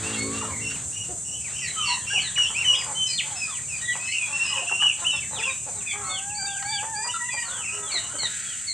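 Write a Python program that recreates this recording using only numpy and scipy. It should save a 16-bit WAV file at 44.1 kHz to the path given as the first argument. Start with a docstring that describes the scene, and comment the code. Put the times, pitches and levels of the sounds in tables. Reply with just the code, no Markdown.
"""A low hum swells briefly, perhaps a strutting tom's drumming, while a mixed flock feeds in a farm yard under trees.
Young turkeys peep and chirp in thin, gliding near-sines; hens cluck in pulses and gated air shaped by throat
resonances, and one draws out a long rising note. Insects drone in the trees throughout, as shaped noise over a
distant rumble; feet and wings scratch in grainy noise. Echoes off the yard smear the calls."""
import sys
import numpy as np
from scipy import signal
from scipy.fft import rfft, irfft, next_fast_len
from scipy.io import wavfile
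from scipy.ndimage import map_coordinates

SR = 44100
rng = np.random.default_rng(int(sys.argv[2]) if len(sys.argv) > 2 else 0)


def put_to_file(sound):
    """Save the sound as 16-bit audio at rate SR, in the file named by the first command-line argument."""
    columns = np.atleast_2d(sound).T  # one column per channel
    safe = np.clip(columns, -1, 1)
    whole_steps = np.round(safe * 32767)
    wavfile.write(sys.argv[1], SR, whole_steps.astype(np.int16))


N = 384993

# Activity at the back of the flock. Each row: time in seconds, level in dB before each layer's own gain.
YARD_ACTIVITY = [(0, -27), (.78, -39), (1.29, -46.5), (1.6, -38.5), (2.04, -37.5), (2.19, -33.5),
                 (2.77, -40), (3.4, -40.5), (4.65, -36), (4.9, -40), (5.4, -43), (5.9, -45), (6.55, -53),
                 (7.3, -47), (7.8, -45.5), (7.98, -33), (8.15, -41), (8.73, -59)]


def from_db(db):
    """Decibels to gain."""
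    return 10 ** (np.asarray(db) / 20)


def rms_one(x):
    """Scale to unit power."""
    return x / np.sqrt(np.mean(x ** 2) + 1e-20)


def in_time(rows):
    """Interpolate each column of a curve at every sample; the first column is seconds."""
    s, *columns = np.transpose(rows)
    t = np.arange(N) / SR
    return [np.interp(t, s, column) for column in columns]


def colour(x, spectrum):
    """Shape a signal by (Hz, dB) points, interpolated over log frequency."""
    hz, db = np.transpose(spectrum)
    bins_hz = np.maximum(np.fft.rfftfreq(len(x), 1 / SR), 1)
    gain = from_db(np.interp(np.log(bins_hz), np.log(hz), db))
    return irfft(rfft(x) * gain, len(x))


def noise(spectrum):
    """Coloured noise of unit power."""
    white = rng.standard_normal(next_fast_len(N))
    return rms_one(colour(white, spectrum)[:N])


def drift(rate_hz, size):
    """Smooth random wander of spread about 1, through `rate_hz` random knots a second."""
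    knots = rng.standard_normal(4096)
    return map_coordinates(knots, [np.arange(size) * rate_hz / SR], order=2, mode="wrap")


def add(out, s, sound):
    """Mix a sound in at time s."""
    at = int(s * SR)
    out[at:at + len(sound)] += sound[:max(N - at, 0)]


def turn(hz):
    """Phase of a moving pitch."""
    return 2 * np.pi * np.cumsum(hz) / SR


def swell(length_s, loudest, fullness):
    """One push of air of unit power: rises to its loudest point (share of its length) and dies."""
    u = np.linspace(0, 1, int(length_s * SR))
    arch = np.sin(np.pi * np.interp(u, [0, loudest, 1], [0, .5, 1]))
    return rms_one(np.abs(arch) ** fullness)


def arc(hz, glide, arch=0):
    """Start, middle and end pitch of a note that glides and bows."""
    return hz * (1 + glide * np.array([-.5, 0, .5]) - arch * np.array([1, 0, 1]))


def hum(hum_hz=55.0, waver=0.008, unsteady=0.34, dulling=0.12):
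    """A loose low tone swells and fades; each partial wanders on its own and the upper ones die first."""
    # Each row: time in seconds, level in dB.
    hum_level = [(0, -37), (.08, -36.5), (.27, -33), (.45, -37), (.56, -41.5), (.65, -37.5), (.8, -47.5),
                 (1.0, -49.5), (1.5, -51), (2.2, -52)]
    # Each row: multiple of hum_hz, relative level in dB.
    hum_partials = [(2, -1), (3, -11), (4, 1.5), (5, 0.5), (6, -6), (7, -7), (8, -2), (9, -7.5), (10, -10)]
    db, = in_time(hum_level)
    sunk_db = db - db.max()
    out = np.zeros(N)
    for k, partial_db in hum_partials:
        # dulling: extra dB lost per partial for each dB that the hum sinks
        gain = from_db(partial_db + dulling * (k - 0.5) * sunk_db)
        gain = gain * np.exp(unsteady * drift(11, N))
        phase = turn(k * hum_hz * (1 + waver * drift(30, N)))
        out += gain * np.sin(phase + rng.uniform(0, 2 * np.pi))
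    power = np.sum(from_db([partial_db for k, partial_db in hum_partials]) ** 2) / 2
    return from_db(db) * out / np.sqrt(power)


def rumble(gain_db=-0.5, lump_db=2.0):
    """Distant rumble: low noise with a lumpy level."""
    # Each row: time in seconds, level in dB before gain_db.
    rumble_level = [(0, -42), (.8, -43), (1.5, -46), (3, -46.5), (4, -50.5), (5.1, -47.5), (6, -48),
                    (7.3, -51.5), (8.2, -49), (8.73, -56)]
    # Each row: frequency in Hz, relative density in dB per Hz.
    rumble_spectrum = [(20, -13), (40, -20), (65, 5), (110, 7.5), (180, 3.5), (260, -9.5), (400, -10),
                       (800, -12.5), (2000, -32)]
    db = in_time(rumble_level)[0] + gain_db + lump_db * drift(17, N)
    return from_db(db) * noise(rumble_spectrum)


def far_flock_blur(gain_db=-13.5, surge_db=4.0):
    """Far birds blur into shaped noise that surges with the yard's activity."""
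    # Each row: frequency in Hz, relative density in dB per Hz.
    flock_spectrum = [(300, 6.5), (500, 9), (1000, 17), (1700, 17.5), (2700, 11), (3700, 16.5), (5200, 9.5),
                      (7000, -37), (13000, -45)]
    db = in_time(YARD_ACTIVITY)[0] + gain_db + surge_db * drift(18, N)
    return from_db(db) * noise(flock_spectrum)


def insects(level_db=-33.0, throb_db=1.28):
    """Insect chorus: throbbing high noise, spread in stereo through the trees by an independent side signal."""
    # Each row: frequency in Hz, relative density in dB per Hz.
    insect_spectrum = [(4500, -30), (5700, -19.5), (6400, -7), (7100, -2.5), (7850, 2), (8400, -2),
                       (8900, -5.5), (9300, -15), (10000, -21), (11000, -30.5), (13000, -40)]
    # Each row: frequency in Hz, side minus mid in dB.
    insect_width = [(4500, -27.5), (6000, -4), (7000, -2), (8000, -20.5), (9500, -4.5), (12000, -8)]
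    mid = noise(insect_spectrum)
    side = colour(noise(insect_spectrum), insect_width)
    stereo = mid + side * np.array([[1], [-1]])
    return from_db(level_db + throb_db * drift(90, N)) * stereo


def scratches(grain_db=-1.0, top_db=-32, upper_db=-8):
    """Short grainy hisses with a steep lower edge, as of feet and wings brushing the ground."""
    # Each row: start in seconds, length in seconds, lower edge in Hz, level in dB.
    strokes = [(0.02, 0.16, 734, -42), (0.698, 0.037, 1310, -42), (6.623, 0.0095, 777, -36),
               (8.222, 0.47, 1380, -44)]
    out = np.zeros(N)
    for s, length_s, edge_hz, db in strokes:
        stroke = swell(length_s, .25, fullness=.35)
        n = len(stroke)
        grit = rng.standard_normal(n) * from_db(grain_db * drift(600, n))
        spectrum = [(edge_hz * 0.84, -25), (edge_hz, 0), (4300, upper_db), (12000, top_db)]
        add(out, s, from_db(db) * stroke * rms_one(colour(grit, spectrum)))
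    return out


def whistle(length_s, arc_hz, loudest, partials_db, rough, scoop=0.0, waver=0.0032, rasp=0.041, flutter=0.41,
            rasp_rate_hz=420, trill_hz=135, fullness=0.5):
    """A near-sine from the syrinx on a pitch arc; when forced, its pitch and strength flutter."""
    push = swell(length_s, loudest, fullness)
    n = len(push)
    u = np.linspace(0, 1, n)
    hz = np.polyval(np.polyfit([0, .5, 1], arc_hz, 2), u)
    # pitch climbs into the note while the pressure builds
    hz = hz * (1 - scoop * np.exp(-u / 0.0927))
    phase = turn(hz * (1 + waver * drift(94.5, n) + rough * rasp * drift(rasp_rate_hz, n)))
    tone = sum(from_db(db) * np.sin(k * phase) for k, db in enumerate(partials_db, 1))
    # a forced note throbs in uneven beats
    beats = np.sin(turn(trill_hz * (1 + 0.28 * drift(60.0, n))))
    beats = beats + 2.16 * drift(rasp_rate_hz, n)
    return np.sqrt(2) * push * tone * (1 + rough * flutter * beats)


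def peep(length_s, arc_hz, db, octave_db, rough, loudest=0.56, third_db=-12, fourth_db=-33, scoop=0.0323):
    """A young turkey's note: fundamental, octave and a trace of higher partials."""
    weaker_db = min(db, octave_db)
    partials_db = [db, octave_db, weaker_db + third_db, weaker_db + fourth_db]
    return whistle(length_s, arc_hz, loudest, partials_db, rough, scoop=scoop)


def scattered(sound, share, t60_s=0.13):
    """Part of a call's power goes round bodies and trunks and arrives blurred, with a short tail."""
    t = np.arange(int(.25 * SR)) / SR
    paths = rng.standard_normal(len(t)) * from_db(-60 * t / t60_s)
    paths *= np.sqrt(share / np.sum(paths ** 2))
    paths[0] = np.sqrt(1 - share)  # direct sound
    return signal.fftconvolve(sound, paths)


def held_peeps(strand_ratio=1.05, strand_share=0.11):
    """Poults' held peeps; in a hoarse one the other side of the syrinx beats against the first."""
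    # Each row: start in seconds, length in seconds, pitch in Hz, glide and arch as shares of the pitch,
    # level in dB before the poults' gain, roughness 0-1, octave against the fundamental in dB.
    peep_notes = [(.025, .16, 2793, 0.035, 0.075, -42, 0.33, -18),
                  (.16, .14, 2188, 0.028, -0.01, -40.5, .08, -7),
                  (.329, 0.13, 2797, 0.055, -0.0028, -45.5, 0.2, -7),
                  (.49, 0.14, 2103, -0.15, -0.12, -45.5, 0.48, -18),
                  (.605, 0.13, 2751, 0.0021, -0.022, -39.5, 0.26, -10.5),
                  (.915, 0.15, 2900, -0.016, 0.073, -45.5, 0.41, -8),
                  (.95, 0.055, 2530, 0.078, 0, -55, .6, -20),
                  (1.243, 0.094, 2812, 0.024, -0.0076, -44.5, 0.24, -4.5),
                  (1.319, .059, 2997, 0.019, 0.034, -44, 0.26, -9),
                  (1.365, 0.1, 2640, 0, -.027, -55.5, 0.64, -5),
                  (1.519, .1, 2944, 0.11, 0.042, -44.5, .5, -8),
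                  (1.565, 0.11, 2783, -0.013, 0.067, -41, 0.3, -7),
                  (1.616, 0.091, 1880, -0.11, -.063, -44.5, .39, -18),
                  (1.768, 0.084, 3073, -0.051, 0.012, -34, 0.2, -13),
                  (1.822, 0.14, 2770, 0.014, 0.0074, -34, 0.39, -10.5),
                  (2.067, .13, 2822, 0.058, -0.019, -31.5, 0.21, -12),
                  (2.359, .11, 2890, -0.093, 0.026, -27.5, 0.23, -13),
                  (2.543, 0.089, 2746, 0.14, 0.11, -32, 0.17, -18.5),
                  (2.643, 0.096, 2950, -0.086, -0.013, -26, 0.13, -13),
                  (2.948, .16, 3064, -0.025, 0.0033, -33.5, 0.021, -10.5),
                  (3.354, .12, 2560, -0.1, 0.014, -37.5, 0.18, -7),
                  (3.676, .12, 2467, -0.2, -0.07, -43.5, 0.19, -9),
                  (3.81, 0.054, 1900, 0.035, -0.0073, -46, 0.23, -4),
                  (3.875, 0.061, 1944, 0.029, -0.027, -33, 0.18, -14),
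                  (3.991, 0.18, 2612, -0.0059, 0.041, -41, 0.2, -15),
                  (4.075, 0.066, 2142, 0.14, -0.055, -39, 0.38, -7.5),
                  (4.116, 0.086, 2734, -.083, -.03, -33.5, 0.58, -25),
                  (4.198, 0.066, 2484, -0.047, 0.012, -34.5, 0.3, -26),
                  (4.322, 0.063, 2706, -0.013, -0.011, -34.5, 0.23, -21),
                  (4.393, 0.071, 2732, 0.0029, 0.016, -30.5, 0.16, -18),
                  (4.43, 0.23, 2835, -0.019, .01, -38, 0.72, -22),
                  (4.44, 0.087, 2526, -0.019, -.015, -43, 0.16, 1),
                  (4.549, .059, 2606, -.08, -0.046, -38.5, .48, -17),
                  (4.668, 0.053, 2780, 0.037, 0.022, -31.5, 0.17, -23),
                  (4.7, 0.101, 2762, .03, 0, -30.5, 0.19, -22),
                  (4.79, 0.12, 2942, -0.073, 0.095, -26, 0.41, -25.5),
                  (5.045, 0.072, 3010, 0.07, 0.092, -28, 0.19, -24),
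                  (5.099, 0.11, 2714, -0.043, 0.021, -34, 0.17, -17),
                  (5.385, 0.028, 2504, -0.17, -.094, -38.5, .25, -9),
                  (5.423, 0.041, 2787, 0.027, 0.085, -32, 0.39, -24),
                  (5.451, 0.06, 2506, -0.18, -0.02, -32.5, 0.27, -20),
                  (5.86, 0.084, 2386, -0.17, 0.002, -38.5, 0.65, -21),
                  (6.465, 0.043, 2730, 0.12, 0.018, -49, .3, -20),
                  (7.075, 0.05, 2980, 0.031, 0.14, -43.5, 0.59, -8),
                  (7.23, 0.073, 2777, -.024, .024, -50, 0.23, -17),
                  (7.314, 0.1, 2373, 0.022, -.044, -39, .2, -5.5),
                  (7.42, 0.018, 3000, .095, .035, -45, .4, -17),
                  (7.495, 0.12, 3290, -.27, -0.0013, -45.5, 0.17, -20),
                  (7.63, 0.089, 2602, -.14, 0.0057, -40, 0.38, -18),
                  (7.7, 0.082, 2840, 0.11, 0.088, -45, 0.49, -8.5),
                  (7.9, .07, 2240, -0.122, 0.0034, -41.5, 0.42, -25),
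                  (7.959, .12, 2930, -0.0087, 0, -49, 0.63, -18),
                  (8.1, 0.21, 3110, 0.016, -0.0099, -51, 0.63, -20)]
    # A quiet, distant bird arrives more scattered. Each row: level in dB, scattered share of the power.
    peep_scatter = [(-44, 0.34), (-39.5, 0.015)]
    out = np.zeros(N)
    for s, length_s, hz, glide, arch, db, rough, octave_db in peep_notes:
        note = peep(length_s, arc(hz, glide, arch), db, db + octave_db, rough)
        strand = whistle(length_s, arc(strand_ratio * hz, glide), 0.52, [db], rough)
        share = np.interp(db, *np.transpose(peep_scatter))
        add(out, s, scattered(note + strand_share * rough * strand, share))
    return out


def yelps(fundamental_db=-10, rough=0.33, loudest=0.66):
    """Poults' yelps slide down and sound mostly in their octave."""
    # Each row: start in seconds, length in seconds, pitch in Hz, glide as a share of the pitch,
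    # octave level in dB before the poults' gain.
    yelp_notes = [(1.62, 0.072, 2264, -0.27, -48.5), (1.666, 0.058, 1985, -0.025, -43.5),
                  (1.856, 0.092, 2143, -0.2, -35.5), (2.202, 0.092, 2060, -0.29, -40.5),
                  (2.728, .11, 2505, -0.087, -43.5), (3.062, 0.093, 2470, -0.16, -38),
                  (5.491, 0.042, 1880, -0.071, -45.5), (7.913, 0.079, 2065, -0.21, -33),
                  (8.185, 0.092, 2040, -0.258, -34), (8.669, 0.051, 2142, -0.099, -36)]
    out = np.zeros(N)
    for s, length_s, hz, glide, octave_db in yelp_notes:
        add(out, s, peep(length_s, arc(hz, glide), octave_db + fundamental_db, octave_db, rough, loudest))
    return out


def climbing_whistles(length_s=0.1326, glide=0.004, arch=0.011, rough=0.058, scoop=0.083, loudest=0.73):
    """Poults' whistles climb to a held pitch, mostly strongest in the octave."""
    # Each row: start in seconds, pitch in Hz, octave and fundamental levels in dB before the poults' gain.
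    whistle_notes = [(3.07, 2110, -41, -74), (6.04, 2187, -50.5, -48), (6.346, 2345, -38.5, -48.5),
                     (6.648, 2323, -41, -42), (6.949, 2420, -39, -46.5)]
    out = np.zeros(N)
    for s, hz, octave_db, db in whistle_notes:
        add(out, s, peep(length_s, arc(hz, glide, arch), db, octave_db, rough, loudest, scoop=scoop))
    return out


def poults(gain_db=3.5):
    """Young turkeys: peeps, yelps and whistles from the syrinx under one gain."""
    return from_db(gain_db) * (held_peeps() + yelps() + climbing_whistles())


def chirps(gain_db=-2, loudest=0.33, arch=0.038, octave_db=-24, rough=0.23, twin_ratio=1.09, twin_db=-13):
    """Quick slides in which both sides of the syrinx sound."""
    # Each row: start in seconds, length in seconds, pitch in Hz, glide as a share of the pitch,
    # level in dB before gain_db.
    chirp_notes = [(0.127, 0.026, 3300, 0.01, -42), (0.735, 0.041, 2690, -0.47, -41),
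                   (1.444, 0.046, 2290, -.35, -40), (1.598, 0.087, 2486, -0.26, -38),
                   (1.678, 0.042, 2116, 0.16, -37), (1.873, 0.035, 3190, 0.05, -37),
                   (2.075, 0.02, 2330, -0.41, -47), (2.137, .062, 2618, -0.27, -25.5),
                   (2.164, 0.058, 2910, 0.24, -26.5), (2.354, 0.038, 2050, -0.83, -34.5),
                   (2.44, 0.063, 3013, 0.16, -28), (2.6, 0.061, 2370, -0.57, -35),
                   (2.729, 0.041, 3194, 0.25, -23.5), (2.73, 0.034, 2420, -0.35, -35),
                   (2.785, 0.044, 2560, -.6, -34), (3.178, 0.036, 2950, -0.68, -24),
                   (4.887, 0.05, 2520, -0.18, -36.5), (5.16, .025, 2330, -.25, -52),
                   (5.217, 0.033, 2210, -0.19, -39), (5.352, 0.083, 2730, -1, -36.5),
                   (5.803, 0.0346, 2520, -0.25, -44.5), (6.295, 0.038, 2655, -0.14, -42),
                   (6.564, 0.046, 2420, -0.5, -45), (7.299, 0.052, 2520, 0.013, -39),
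                   (7.365, 0.085, 2570, -0.63, -46), (7.612, 0.055, 2415, -0.41, -41.5)]
    out = np.zeros(N)
    for s, length_s, hz, glide, db in chirp_notes:
        main = whistle(length_s, arc(hz, glide, arch), loudest, [db, db + octave_db], rough)
        twin = whistle(length_s, arc(twin_ratio * hz, glide, arch), loudest, [db + twin_db], rough)
        add(out, s, from_db(gain_db) * (main + twin))
    return out


def whines(loudest=0.41, octave_db=-14, third_db=-19, rough=0.26):
    """Older birds whine below the pitch of the young, with an octave and a third partial."""
    # Each row: start in seconds, length in seconds, pitch in Hz, glide as a share of the pitch, level in dB.
    whine_notes = [(0.243, 0.19, 1153, 0.14, -44), (0.41, 0.027, 1058, -0.5, -35.5),
                   (.425, 0.044, 1333, -0.13, -43), (0.476, 0.059, 1033, -0.23, -40.5),
                   (1.76, 0.13, 1217, -0.16, -36), (1.875, 0.11, 987, 0.037, -33),
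                   (2.101, 0.038, 1635, 0.13, -33), (3.271, 0.12, 824, -0.35, -49.5),
                   (3.473, 0.084, 1150, -0.38, -46), (4.428, 0.043, 1116, -0.24, -47.5),
                   (4.497, 0.094, 1018, -0.45, -42.5), (4.689, 0.02, 1403, -0.65, -40),
                   (4.604, 0.08, 702, -0.2, -52), (4.801, 0.045, 1180, -0.14, -38),
                   (4.843, 0.026, 880, -0.34, -41), (6.011, 0.16, 1106, 0.046, -44.5),
                   (6.01, 0.15, 1298, -0.074, -44), (7.137, 0.04, 1353, -0.045, -32.5),
                   (7.448, 0.15, 1477, 0.2, -45), (8.1, .12, 1534, 0.077, -50.5),
                   (8.298, 0.075, 1665, -0.03, -46.5)]
    out = np.zeros(N)
    for s, length_s, hz, glide, db in whine_notes:
        partials_db = [db, db + octave_db, db + third_db]
        add(out, s, whistle(length_s, arc(hz, glide), loudest, partials_db, rough))
    return out


def slurs(bend=2.2, loudest=0.42, octave_db=-26, rough=0.18):
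    """Single clean notes hang on their top pitch, then drop ever faster."""
    # Each row: start in seconds, length in seconds, top pitch in Hz, fall as a share of the pitch, level in dB.
    slur_notes = [(0.41, 0.065, 3720, 0.23, -55), (3.492, 0.11, 3580, 0.64, -45),
                  (3.815, 0.11, 3830, .01, -48), (3.847, 0.14, 3530, 0.49, -42),
                  (5.003, 0.065, 3960, 0.31, -50), (5.114, 0.086, 3760, 0.21, -41.5),
                  (5.321, 0.051, 3990, 0.18, -45), (5.384, 0.09, 3540, 0.13, -40.5),
                  (5.755, .075, 3980, .3, -55), (5.875, 0.062, 3530, 0.144, -37.5),
                  (6.096, 0.11, 3580, 0.3, -35.5), (6.46, 0.1, 3670, 0.22, -42),
                  (6.672, 0.087, 3620, 0.35, -49), (6.716, 0.099, 3610, 0.37, -36),
                  (7.115, 0.067, 3660, 0.037, -45), (7.284, 0.07, 3470, 0.11, -48),
                  (7.443, 0.067, 4500, 0.28, -46), (7.825, 0.115, 3525, 0.36, -44.5),
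                  (7.88, .05, 4000, .15, -49), (8.445, 0.12, 3350, 0.23, -45)]
    out = np.zeros(N)
    for s, length_s, top_hz, fall, db in slur_notes:
        arc_hz = top_hz * (1 - fall * np.array([0, .5, 1]) ** bend)
        add(out, s, whistle(length_s, arc_hz, loudest, [db, db + octave_db], rough))
    return out


def cluck(length_s, hz, throat_hz, rough, jitter=0.0554, breath=1.0, shimmer=0.72, rattle=0.96, rattle_hz=94.5,
          arch=0.101, loudest=0.223, bass_db=-38, low_db=-20, below_db=-11, skirt_db=-5, skirt=1.14,
          above_db=-13, top_db=-42, chest_hz=496, chest_db=3):
    """Uneven pulses and air gated by each cycle pass through the throat and chest resonances."""
    # Clear squawks rise, rough clucks fall. Each row: roughness, glide as a share of the pitch.
    cluck_glides = [(.3, 0.19), (.42, -.07), (.8, -.25)]
    # A low cluck is made with the beak shut, which muffles its top. 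Each row: throat resonance in Hz, muffling in dB.
    beak_muffle = [(600, -8), (900, -3)]
    push = swell(length_s, loudest, fullness=0.64)
    n = len(push)
    glide = np.interp(rough, *np.transpose(cluck_glides))
    # pitch rises with the pressure and stumbles when the voice is rough
    bend = glide * np.linspace(-.5, .5, n) + arch * (push - 1)
    phase = turn(hz * (1 + bend + rough * jitter * drift(302.2, n)))
    lags = rng.uniform(0, np.pi, 12)
    pulses = rms_one(sum(np.cos(k * phase + lag) for k, lag in enumerate(lags, 1)))
    air = rng.standard_normal(n) * (1 + np.cos(phase))
    # a rough voice closes and opens at about rattle_hz
    rattling = np.sin(turn(rattle_hz * (1 + 0.264 * drift(61.5, n))))
    grain = shimmer * drift(159.0, n) + rattle * rattling
    voice = (pulses + breath * rough * air) * (1 + rough * grain)
    muffle_db = np.interp(throat_hz, *np.transpose(beak_muffle))
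    throat = [(130, bass_db), (220, low_db), (throat_hz / 2, below_db), (throat_hz / skirt, skirt_db),
              (throat_hz, 0), (throat_hz * skirt, skirt_db), (throat_hz * 2, above_db + muffle_db),
              (6000, top_db + muffle_db)]
    chest = [(chest_hz / skirt, 0), (chest_hz, chest_db), (chest_hz * skirt, 0)]
    return rms_one(push * colour(colour(voice, throat), chest))


def clucks():
    """The near hens cluck and squawk in throat-shaped pulses."""
    # Each row: start in seconds, length in seconds, pitch in Hz, throat resonance in Hz, level in dB, roughness.
    cluck_notes = [(0.418, 0.12, 579, 1010, -42, 0.59), (1.083, 0.062, 346, 490, -41.5, 0.58),
                   (2.13, 0.076, 388.6, 775, -44.5, 1.03), (2.374, 0.039, 530, 1550, -39.5, 0.76),
                   (2.491, 0.055, 432.5, 1040, -43.5, 1.08), (2.638, 0.4, 498, 1030, -46.5, 0.98),
                   (2.85, 0.11, 276, 905, -41.5, 0.54), (3.953, 0.02, 307, 990, -37, 0.8),
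                   (4.275, 0.13, 281, 1010, -47, 0.39), (4.559, 0.063, 514, 950, -40, 0.63),
                   (4.617, 0.037, 326, 690, -43, 0.77), (4.712, 0.021, 375, 910, -34, 0.73),
                   (4.822, 0.02, 826, 1500, -31.5, 0.62), (4.86, 0.018, 401, 1120, -45, 0.7),
                   (5.015, 0.052, 337.6, 1090, -39, 0.38), (5.128, 0.051, 282, 1000, -43.5, 0.4),
                   (5.309, 0.085, 271.4, 920, -42.5, 0.7), (5.378, 0.068, 447, 744, -41.5, 0.1),
                   (5.45, 0.089, 520, 1120, -41.5, 0.36), (5.662, 0.046, 261.5, 750, -43, 0.79),
                   (5.759, 0.12, 369, 1320, -54.5, 0.37), (5.928, 0.2, 391, 1080, -42, 0.42),
                   (6.075, 0.092, 280, 640, -50, 0.4), (6.827, 0.027, 235.5, 1070, -39, 0.85),
                   (7.044, 0.049, 315.7, 1007, -40.5, 1.6), (7.333, 0.044, 265, 835, -44, 0.9),
                   (7.466, 0.19, 494, 1220, -45.5, 1), (7.723, 0.17, 202, 442, -51.5, 0.39),
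                   (7.667, 0.45, 308, 1350, -48, 0.55), (7.94, 0.038, 357, 560, -43.5, 0.44),
                   (8.015, 0.23, 329, 1290, -49, 0.68), (8.135, 0.031, 284, 534, -43, 0.46),
                   (8.22, 0.0296, 207.6, 960, -40, 1.1)]
    out = np.zeros(N)
    for s, length_s, hz, throat_hz, db, rough in cluck_notes:
        add(out, s, from_db(db) * cluck(length_s, hz, throat_hz, rough))
    return out


def far_birds(count=120, start_s=1.3, end_s=7.6, level_db=-14, low_hz=1700, high_hz=3400, fall=0.199,
              octave_db=-9, rough=0.51, blur=0.86):
    """Birds at the back slip in soft, hoarse falling peeps, mostly scattered, that follow the yard's activity."""
    out = np.zeros(N)
    for k, (when, long, pitch, slide, loud) in enumerate(rng.random((count, 5))):
        hz = low_hz + (high_hz - low_hz) * pitch
        arc_hz = hz * (1 + fall * slide * np.array([.5, .1, -.5]))
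        db = level_db + 3 * (2 * loud - 1)
        s = start_s + (end_s - start_s) * (k + when) / count
        add(out, s, whistle(0.031 + 0.13 * long, arc_hz, 0.05, [db, db + octave_db], rough))
    return scattered(out * from_db(in_time(YARD_ACTIVITY)[0]), blur)[:N]


def soft_clucks(count=14, start_s=2.3, end_s=8.1, length_s=0.1027, level_db=-52, hz=360, throat_hz=900,
                spread=0.54, rough=0.42):
    """Hens farther off mutter while they feed: soft clucks of random length, pitch and throat."""
    out = np.zeros(N)
    for k, (when, *chance) in enumerate(rng.random((count, 4))):
        long, pitch, throat = 1 + spread * (np.array(chance) - .5)
        s = start_s + (end_s - start_s) * (k + when) / count
        add(out, s, cluck(length_s * long, hz * pitch, throat_hz * throat, rough))
    return from_db(level_db) * out


def long_note(octave_rest_db=-48, push_octave_db=10, push_sag=0.074, upper_db=-21, waver=0.008, shimmer=0.034,
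              quaver=0.0235, breakup=0.66, fullness=0.42):
    """A hen's slowly rising note sags with each push, and quavers and breaks up towards its end."""
    # Each row: time in seconds, pitch in Hz, fundamental level in dB.
    note_curve = [(6.077, 736, -48), (6.329, 827, -44.5), (6.72, 874.5, -40), (6.932, 888, -41),
                  (7.08, 975, -42), (7.3, 1047, -48), (7.48, 1003, -51)]
    # Pushes flatten the pitch and bring out the octave. Each row: start in seconds, length in seconds.
    pushes = [(6.386, 0.088), (6.469, 0.11), (6.556, 0.15), (6.726, .1), (6.931, 0.1), (7.189, 0.14),
              (7.365, 0.039), (7.41, 0.057)]
    hz, first_db = in_time(note_curve)
    start, end = note_curve[0][0], note_curve[-1][0]
    gate, strain = in_time([(start - .01, 0, 0), (start + 0.022, 1, 0), (end - .02, 1, 1), (end + .01, 0, 1)])
    effort = np.zeros(N)
    for s, length_s in pushes:
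        push = swell(length_s, 0.42, fullness)
        add(effort, s, push / push.max())
    wander = waver * drift(120, N) + quaver * strain ** 2 * drift(45, N)
    phase = turn(hz * (1 - push_sag * effort + wander))
    octave_db = octave_rest_db + push_octave_db * effort
    partials_db = [first_db, octave_db, octave_db + upper_db, octave_db + upper_db]
    tone = sum(from_db(db) * np.sin(k * phase) for k, db in enumerate(partials_db, 1))
    strength = 1 + shimmer * drift(190, N) + breakup * strain ** 4 * drift(110, N)
    return np.sqrt(2) * gate * tone * strength


def yard_echo(x, gap_s=.008, scatter=0.72, t60_s=0.28, echo_db=-15.5, tail_db=-3):
    """Ground, trunks and walls scatter the calls: a faint allpass smear and a decaying noise tail."""
    # Scattering paths between ground, trunks and birds: delays in seconds.
    paths_s = [.0047, .0073, .0113, .0179]
    size = next_fast_len(N + SR)
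    w = -2j * np.pi * np.fft.rfftfreq(size, 1 / SR)
    smear = np.exp(w * gap_s)
    for delay in np.exp(np.outer(paths_s, w)):
        smear = smear * (delay - scatter) / (1 - scatter * delay)
    t = np.arange(SR) / SR
    tail = rng.standard_normal(SR) * from_db(-60 * t / t60_s) * np.clip(t / 0.0016, 0, 1)
    tail /= np.sqrt(np.sum(tail ** 2))
    response = from_db(echo_db) * smear + from_db(tail_db) * rfft(tail, size)
    return irfft(rfft(x, size) * response, size)[:N]


def scene():
    """The flock in front, its echo and the yard around it."""
    young = poults() + chirps()
    hens = clucks() + soft_clucks() + long_note()
    flock = scratches() + young + whines() + slurs() + hens + far_birds()
    yard = rumble() + far_flock_blur() + insects()
    return flock + yard_echo(flock) + hum() + yard


def record(dry, cutoff_hz=13100):
    """The top is cut steeply by an elliptic low-pass."""
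    return signal.sosfilt(signal.ellip(12, .1, 80, cutoff_hz, fs=SR, output="sos"), dry)


dry = scene()
out = record(dry)
put_to_file(out)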